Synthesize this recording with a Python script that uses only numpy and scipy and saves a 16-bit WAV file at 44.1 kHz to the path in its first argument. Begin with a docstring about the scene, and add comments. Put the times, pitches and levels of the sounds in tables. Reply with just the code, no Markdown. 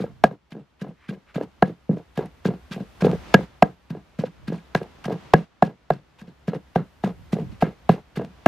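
"""A wooden pestle pounds a coarse paste in a deep wooden mortar outdoors, three to four blows a second.
Each blow crunches grains of shaped noise, rings the modes of the wood and thumps the table; then the wood
bumps and chatters until the pestle is lifted. The first blow, at 0.2 s, is hard; two soft rubs of filtered
noise follow near 1 s, and more hard blows near 1.6, 3.5, 5.5 and 8.5 s. Wind gusts, hiss and rumble are noise.
The hardest blows overload the recorder; its gain control ducks and creeps back, the background with it."""
import sys
import numpy as np
from scipy import signal
from scipy.fft import rfft, irfft
from scipy.io import wavfile
from scipy.ndimage import uniform_filter1d

SR = 44100
rng = np.random.default_rng(int(sys.argv[2]) if len(sys.argv) > 2 else 0)


def pcm_store(signal):
    """Save signal as 16-bit PCM."""
    levels = np.round(np.clip(np.atleast_2d(signal), -1, 1) * 32767)
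    wavfile.write(sys.argv[1], SR, levels.astype(np.int16).T)


N = 373527  # length in samples

# pestle blows: [t/s, thud of the base level/dB, low knock of the bowl level/dB, high knock level/dB,
#                crack of hard contact level/dB, crunch of the paste level/dB, crunch half length/s]
BLOWS = [(0.239, -7, 2.5, 14, -10.5, -41.5, 0.029), (0.5205, -25.5, -34, -30, -52, -47, 0.014),
         (0.8154, -17.5, -21.5, -28.5, -41.5, -43, 0.014), (1.089, -17, -28, -55, -43, -44, 0.017),
         (1.357, -13, -18, -21.5, -39.5, -44, 0.017), (1.624, -9.5, -0.5, 9, -18, -60, 0.055),
         (1.893, -7.5, -7.5, -29, -50.5, -72, 0.11), (2.175, -18, -21.5, -18, -35.5, -48, 0.019),
         (2.453, -14, -13, -17, -37, -39, 0.02), (2.709, -27.5, -43, -62, -68, -44.5, 0.033),
         (3.0209, -17, -16.5, -18.5, -39, -45.5, 0.0079), (3.046, -19, -5, -10, -60, -44, 0.017),
         (3.342, -7, -0.5, 6.5, -10, -48, 0.013), (3.624, -4, 1, 15.5, -14.5, -62, 0.059),
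         (3.9041, -16, -32, -22, -37.5, -47, 0.013), (4.189, -8, -14, -17.5, -37, -41, 0.025),
         (4.48, -17.5, -43, -33, -39, -41.5, 0.013), (4.7495, -11.5, -7, -1, -15.5, -42, 0.031),
         (5.057, -19.5, -49, -23.5, -53, -41, 0.011), (5.3365, -5, 5, 8, -14, -57.5, 0.063),
         (5.624, -3, 0, 10, -20.5, -46.5, 0.04), (5.9038, -10.5, -4.5, 7, -23, -51, 0.049),
         (6.2163, -32, -39, -42, -68, -54.5, 0.012), (6.48, -15, -20, -17, -37, -46, 0.016),
         (6.7579, -14.5, -4.5, -0.5, -32.5, -44, 0.012), (7.0377, -16, -16, -13, -36.5, -46, 0.021),
         (7.3292, -17, -18.5, -19, -69, -41.5, 0.016), (7.6236, -11.5, -5.5, -0.5, -32.5, -48.5, 0.014),
         (7.892, -9.5, -6, 4.5, -26, -47, 0.037), (8.171, -19.5, -20, -25, -38, -43, 0.013),
         (8.4608, -5, -5.5, 8, -16.5, -45, 0.063)]
# bumps of pestle and mortar after a blow: [t/s, thud level/dB, knock level/dB]
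REBOUNDS = [(0.001, -12, -9.5), (0.016, -11, -24), (0.04, -21.5, -10), (0.311, -22, -18.5),
            (0.55, -21, -21.5), (0.597, -30, -43), (0.845, -24, -18.5), (0.887, -23.5, -30),
            (1.109, -29, -21), (1.38, -28, -17.5), (1.41, -22.5, -10.5), (1.676, -22, -21),
            (1.911, -14.5, -21.5), (1.97, -27, -20.5), (2.19, -30, -12), (2.209, -35, -21),
            (2.254, -29.5, -63), (2.486, -24, -16), (2.536, -27.5, -30), (2.762, -26, -25),
            (2.803, -21.5, -27.5), (3.033, -17, -23), (3.067, -17, -9), (3.096, -22.5, -24),
            (3.13, -22, -20), (3.389, -21.5, -19.5), (3.655, -28, -22.5), (3.949, -25, -17),
            (4.237, -17.5, -10), (4.499, -16, -21.5), (4.522, -27, -13), (4.814, -27, -16.5),
            (5.08, -17.5, -12), (5.104, -27, -13.5), (5.12, -18, -23.5), (5.358, -21.5, -19.5),
            (5.676, -24, -17), (6.277, -30.5, -38), (6.533, -24.5, -13), (6.775, -38, -31),
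            (7.059, -28, -35.5), (7.073, -55, -22), (7.087, -52, -59), (7.367, -29.5, -22.5),
            (7.4, -24.5, -43), (7.522, -35.5, -56), (7.666, -34, -21.5), (7.94, -39, -23.5),
            (8.195, -18.5, -17), (8.242, -25, -58)]
# the ringing modes of the wood: [f/Hz, level/dB, longest time to fall by 60 dB/s]
WOOD = [(142, -8.5, 0.01), (175.55, 3.5, 0.045), (198, -10.5, 0.09), (297, -8, 0.047), (374.5, -15, 0.046),
        (449.5, 0, 0.025), (519, -20.5, 0.079), (701, -1, 0.017), (862, -7.5, 0.016), (998, -2, 0.014),
        (1321, 1, 0.016), (1640.4, 1.5, 0.062), (2092, 0, 0.015), (2790, -2, 0.013), (3460, -7.5, 0.0098),
        (4060, -5.5, 0.0077), (6400, -16, 0.0074), (12300, -5.5, .003)]
# where thud, low knock, high knock and crack drive the modes: [f/Hz]
DRIVE_HZ = [215, 450, 715, 1640]


def from_db(db):
    """Turns decibels into gain."""
    return 10 ** (np.asarray(db) / 20)


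def rms_one(x):
    """Scales a sound to an average (rms) level of 1."""
    return x / np.sqrt(np.mean(x ** 2) + 1e-20)


def at_hz(points, hz):
    """Reads between the points of a table on a log-frequency axis."""
    points = np.array(points)
    return np.interp(np.log(hz), np.log(points[:, 0]), points[:, 1])


def clicks(seconds, sizes):
    """Places single samples of the given sizes at the given times."""
    train = np.full(N, 1e-18)
    places = np.clip((np.asarray(seconds) * SR).astype(int), 0, N - 1)
    np.add.at(train, places, sizes)
    return train


def fade(x, t60):
    """Lets every sample die away, by 60 dB in t60 seconds."""
    return signal.lfilter([1], [1, -from_db(-60 / (t60 * SR))], x)


def ring(x, hz, t60):
    """A resonance: a click of size 1 sets off a sine of starting height 1 that dies away over t60."""
    r, w = from_db(-60 / (t60 * SR)), 2 * np.pi * hz / SR
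    return signal.lfilter([0, np.sin(w)], [1, -2 * r * np.cos(w), r * r], x)


def band(x, low_hz, high_hz):
    """Keeps the frequencies between two limits."""
    return signal.sosfilt(signal.butter(2, [low_hz, high_hz], "band", fs=SR, output="sos"), x)


def swells(rows):
    """Adds up smooth bell-shaped rises and falls in level."""
    t = np.arange(N) / SR
    return sum(from_db(db) * np.exp(-((t - s) / half) ** 2) for s, db, half in rows)


def coloured(spectrum, mid, side):
    """Gives two noises a spectrum and mixes them into a stereo pair with rms 1."""
    # how alike left and right are: [f/Hz, likeness (1 = the same)]
    likeness = [(60, 1), (290, 0.31), (1400, 0.51), (6800, 0.21), (15000, 0.12)]
    hz = np.maximum(np.arange(N // 2 + 1) * SR / N, 1)
    alike = np.clip(at_hz(likeness, hz), -1, 1)
    shared = np.sqrt(1 + alike) * rfft(mid)
    opposed = np.sqrt(1 - alike) * rfft(side) * [[1], [-1]]
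    return rms_one(irfft((shared + opposed) * from_db(at_hz(spectrum, hz)), N))


def mortar(chatter_per_s, chatter_db, chatter_t60):
    """Blows and rebounds ring the wood; small chance contacts chatter after each until the lift."""
    rebound_lasts = 0.72  # a bump thuds for this share of a blow's time
    chatter_cycles = 30  # wood still in contact rings no longer than this
    scrape_from_hz = 1500  # modes from here up get a steady scrape instead of single touches
    lift_s, lift_soft_s = 0.118, 0.018  # delay from blow to lift, and how gradually the chatter stops
    blows = [blow[:5] for blow in BLOWS]
    # rebounds are soft: far less crack than knock
    rebounds = [(s, thud, knock, knock - 4.0, knock - 31.0) for s, thud, knock in REBOUNDS]
    contacts = blows + rebounds

    out = np.zeros(N + SR)
    for k, (s, *levels_db) in enumerate(contacts):
        lasts = 1 if k < len(BLOWS) else rebound_lasts
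        sound = strike(s, levels_db, detune=0.065, spread_db=1.87, lasts=lasts)
        out[int(s * SR):int(s * SR) + len(sound)] += sound
    out = out[:N]

    touches = rng.random(N) < chatter_per_s / SR
    t = np.arange(N) / SR
    landed = np.append(0, np.transpose(BLOWS)[0])
    since_blow = t - landed[np.searchsorted(landed, t, "right") - 1]
    down = 1 / (1 + np.exp((since_blow - lift_s) / lift_soft_s))
    chatter_starts = np.transpose(contacts)[0] + 0.016
    for hz, level_db, t60 in WOOD:
        drive_db = np.array([np.interp(np.log(hz), np.log(DRIVE_HZ), row[1:]) for row in contacts])
        # chatter never gets hard: the higher the mode, the less it takes
        most_db = -15 - 5.3 * np.log2(hz / 215)
        chance_db = 4 * rng.uniform(-1, 1, len(contacts))
        starts = clicks(chatter_starts, from_db(np.minimum(drive_db, most_db) + chance_db))
        after = fade(starts, chatter_t60)
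        contact = touches if hz < scrape_from_hz else np.sqrt(chatter_per_s / SR)
        push = contact * down * after * np.clip(rng.standard_normal(N), -2, 2)
        out += from_db(level_db + chatter_db) * ring(push, hz, min(t60, chatter_cycles / hz))
    # a small body radiates little below its lowest mode
    return signal.sosfilt(signal.butter(6, 125, "high", fs=SR, output="sos"), out)


def strike(s, levels_db, detune, spread_db, lasts):
    """One contact: every mode swells in and rings, a little off its pitch as grip and paste shift."""
    ring_cycles = 80  # the paste smothers a ring within so many cycles
    steady_above_hz = 300  # above this, the shift in pitch gets ever smaller
    hz, level_db, t60 = (column[:, None] for column in np.transpose(WOOD))
    t60 = np.where(hz <= DRIVE_HZ[0], lasts, 1) * np.minimum(t60, ring_cycles / hz)
    t = np.arange(int(0.2 * SR)) / SR
    drive_db = np.interp(np.log(hz), np.log(DRIVE_HZ), levels_db)
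    spread, shift, phase = rng.standard_normal((3, len(WOOD), 1))
    swell = 1 - np.exp(-(t / (0.00068 + 0.35 / hz)) ** 2)  # low modes swell in more slowly
    height = from_db(level_db + drive_db + spread_db * spread - 60 * t / t60)
    shifted_hz = hz * (1 + detune * np.minimum(steady_above_hz / hz, 1) * shift)
    rings = height * np.sin(2 * np.pi * shifted_hz * t + 0.5 * phase)
    return np.sum(swell * rings, axis=0)


def table():
    """The table top flexes under each blow: a softened push rings one deep, short resonance."""
    base_db, follows = -35, 0.71  # level, and the share of the high knock's dB added to it
    s, _, _, knock_db = np.transpose(BLOWS)[:4]
    push = signal.lfilter([0.02], [1, -0.98], clicks(s, from_db(base_db + follows * knock_db)))
    return ring(push, hz=47.3, t60=0.072)


def paste(grains_per_s, grain_db, bowl_db, lead_db, lead_s):
    """Uneven grains break under each press and around each impact, and set the upper modes humming."""
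    # more crunches of the paste, many just before a blow or by a bump: [peak t/s, level/dB, half length/s]
    more_crunches = [(0.005, -44.5, 0.033), (0.507, -52, 0.0068), (0.799, -54, 0.0089),
                     (1.138, -57.5, 0.016), (1.347, -46, 0.0073), (1.431, -54, 0.014),
                     (2.159, -55.5, 0.011), (2.26, -56, 0.006), (3.009, -43.5, 0.0057), (4.258, -48, 0.021),
                     (4.532, -53.5, 0.065), (4.831, -53.5, 0.0061), (5.044, -39.5, 0.0061),
                     (5.123, -53, 0.013), (6.193, -51, 0.018), (6.546, -54, 0.025), (7.612, -46.5, 0.011),
                     (8.16, -44, 0.0064)]
    # a hard grain breaks: [t/s, level/dB]
    snaps = [(3.115, -59.5), (8.249, -64)]
    # spectrum of the crunch: [f/Hz, relative level per Hz/dB]
    grit_spectrum = [(700, -6), (2460, -2.5), (4230, -8), (8700, -24), (13800, -30.5), (15000, -37)]
    snap_s, snap_db = 0.002, 31.5  # half length of a snap; its size over the fine grains
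    press_lead_s, peak_share = 0.0058, 0.47  # press starts before the blow, peaks at a share of half length
    bump_db, bump_s = -63, 0.031  # each bump crushes a little more paste
    rise_share, rise_s = 0.45, 0.007  # a crunch rises over this share of its half length, at most rise_s
    grain_cycles = 12  # each grain rings briefly at a pitch of its own

    presses = [(s - press_lead_s + peak_share * half, db, half) for s, *_, db, half in BLOWS]
    impacts = [(blow[0], blow[4] + lead_db, lead_s) for blow in BLOWS]
    bumps = [(s, bump_db, bump_s) for s, *_ in REBOUNDS]
    breaks = [(s, db, snap_s) for s, db in snaps]
    t, shape = np.arange(N) / SR, np.zeros(N)
    for s, db, half in presses + impacts + bumps + more_crunches + breaks:
        near = slice(max(int((s - 3 * half) * SR), 0), int((s + 5 * half) * SR))
        from_peak = t[near] - s
        width = np.where(from_peak < 0, min(rise_share * half, rise_s), half)
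        shape[near] += from_db(db) * np.exp(-(from_peak / width) ** 2)

    sizes = from_db(grain_db * np.minimum(rng.exponential(1, (2, N)), 5)) * rng.choice([-1, 1], (2, N))
    # grains break in clumps of about 3 ms, each pitch in its own
    clumps = np.repeat(rng.gamma(3, 1 / 3, N // 128 + 1), 128)[:N]
    grains = sizes * (rng.random((2, N)) < grains_per_s / SR)
    pitches = np.geomspace(504, 13400, num=16)
    dealt = rng.integers(len(pitches), size=N)
    pair = 0
    for k, hz in enumerate(pitches):
        struck = np.roll(clumps, k * N // 17) * grains * (dealt == k) + 1e-18
        pair = pair + hz * ring(struck, hz, max(grain_cycles / hz, snap_s))
    mid, side = rms_one(pair)
    hard_grains = clicks(np.transpose(snaps)[0], from_db(snap_db))
    grit = shape * coloured(grit_spectrum, mid + hard_grains, 0.5 * side)
    hum = sum(from_db(level_db) * ring(grit[0], hz, t60) for hz, level_db, t60 in WOOD[7:15])
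    return grit + from_db(bowl_db) * hum


def yard(x, t60, low_hz, high_hz):
    """Scattered echoes from table and walls nearby: fading noise, different in each ear."""
    t = np.arange(int(0.3 * SR)) / SR
    tail = rng.standard_normal((2, len(t))) * from_db(-60 * t / t60) * np.minimum(t / 0.019, 1)
    tail = signal.sosfilt(signal.butter(1, [low_hz, high_hz], "band", fs=SR, output="sos"), tail)
    tail = tail / np.sqrt(np.sum(tail ** 2) / 2)
    return signal.fftconvolve(x[None], tail, axes=1)[:, :N]


def rubs():
    """Skin or wood rubs softly: swelling band-passed noise."""
    # soft swishes: [peak t/s, level/dB, half length/s]
    swishes = [(1.045, -57.5, 0.053), (1.3, -57.5, 0.028)]
    return swells(swishes) * rms_one(band(rng.standard_normal(N), 1085, 2500))


def wind():
    """Wind on the microphone: gusts of low noise with a lumpy level, different in each ear."""
    # gusts: [peak t/s, level/dB, half length/s]
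    gusts = [(.17, -47.5, 0.1), (3.17, -46.5, 0.052), (4.45, -50, 0.11), (7.2, -51.5, 0.066),
             (7.49, -44, 0.066)]
    lumps_db = 1  # typical size of the ups and downs
    knots = rng.standard_normal((2, N // 1000 + 2))  # one chance level every 1000 samples
    lumps = [from_db(lumps_db * np.interp(np.arange(N) / 1000, np.arange(len(k)), k)) for k in knots]
    noise = band(rng.standard_normal((2, N)), 55, 158)
    return swells(gusts) * rms_one(lumps * noise)


def background():
    """Broad outdoor hiss over a low rumble: two shaped noises whose levels drift."""
    # level of the background over time: [t/s, hiss level/dB, rumble level/dB]
    levels = [(0, -54.5, -53), (.4, -62.5, -67.5), (2.95, -60.5, -58.5), (3.15, -52, -53.5),
              (3.33, -48, -55), (3.6, -56.5, -57.5), (4.999, -55, -59), (5.25, -52.5, -59),
              (5.5, -59, -67.5), (7.098, -63, -59.5), (7.451, -60.5, -60), (7.7, -62.5, -63.5),
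              (8.47, -58, -61.5)]
    # spectrum of the hiss: [f/Hz, relative level per Hz/dB]
    air_spectrum = [(70, -27), (120, 1.5), (450, -7.5), (900, -8.5), (3200, -17.5), (6400, -28),
                    (12500, -47.5), (15000, -66.5)]
    # spectrum of the rumble: [f/Hz, relative level per Hz/dB]
    rumble_spectrum = [(15, -27.5), (45, -9.5), (63, 3.5), (85, -4), (200, -43)]
    s, air_db, rumble_db = np.transpose(levels)
    t = np.arange(N) / SR
    air = coloured(air_spectrum, *rng.standard_normal((2, N)))
    rumble = coloured(rumble_spectrum, *rng.standard_normal((2, N)))
    return from_db(np.interp(t, s, air_db)) * air + from_db(np.interp(t, s, rumble_db)) * rumble


def gain_control(dry):
    """A loud peak pulls the gain down a moment later; then it climbs back at a steady rate."""
    start_db, at_full_db = -2.5, -0.64  # gain at the start; most gain allowed after a peak of 0 dB
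    duck = 0.48  # dB less gain allowed per dB of peak
    rise_db_per_s, lag_s = 6, 0.12
    step = 256  # samples per peak reading
    blocks = np.abs(dry[:, :N // step * step]).reshape(2, -1, step)
    peak_db = 20 * np.log10(blocks.max(axis=(0, 2)) + 1e-9)
    s = np.append(0, np.arange(len(peak_db)) * step / SR + lag_s)
    allowed_db = np.append(start_db, at_full_db - duck * peak_db)
    # the lowest limit so far, with every limit rising steadily
    climb_db = rise_db_per_s * s
    gain_db = np.minimum.accumulate(allowed_db - climb_db) + climb_db
    return from_db(uniform_filter1d(np.interp(np.arange(N) / SR, s, gain_db), size=1500))


def scene():
    """Mixes the mortar near the middle with table, paste, echoes, rubs, wind and background."""
    wood = mortar(chatter_per_s=700.0, chatter_db=-18.0, chatter_t60=0.19)
    echo = from_db(-29.0) * yard(wood, t60=0.13, low_hz=148, high_hz=4670)
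    crunch = paste(9800.0, grain_db=1.0, bowl_db=-39.0, lead_db=-12.0, lead_s=0.003)
    # this band of the wood is louder on the right
    uneven = from_db(-19) * band(wood, 290, 438.7) * [[-1], [1]]
    thump = table() * from_db([[0.9], [-0.9]])  # a little louder on the left
    return wood + uneven + thump + echo + crunch + rubs() + wind() + background()


def record(dry):
    """The recorder: gain control, hard overload, then a steep cut of the top."""
    steep = signal.cheby2(10, 50, 15600, fs=SR, output="sos")
    overloaded = np.clip(dry * gain_control(dry), -1, 1)
    return np.clip(signal.sosfilt(steep, overloaded), -1, 1)


dry = scene()
out = record(dry)
pcm_store(out)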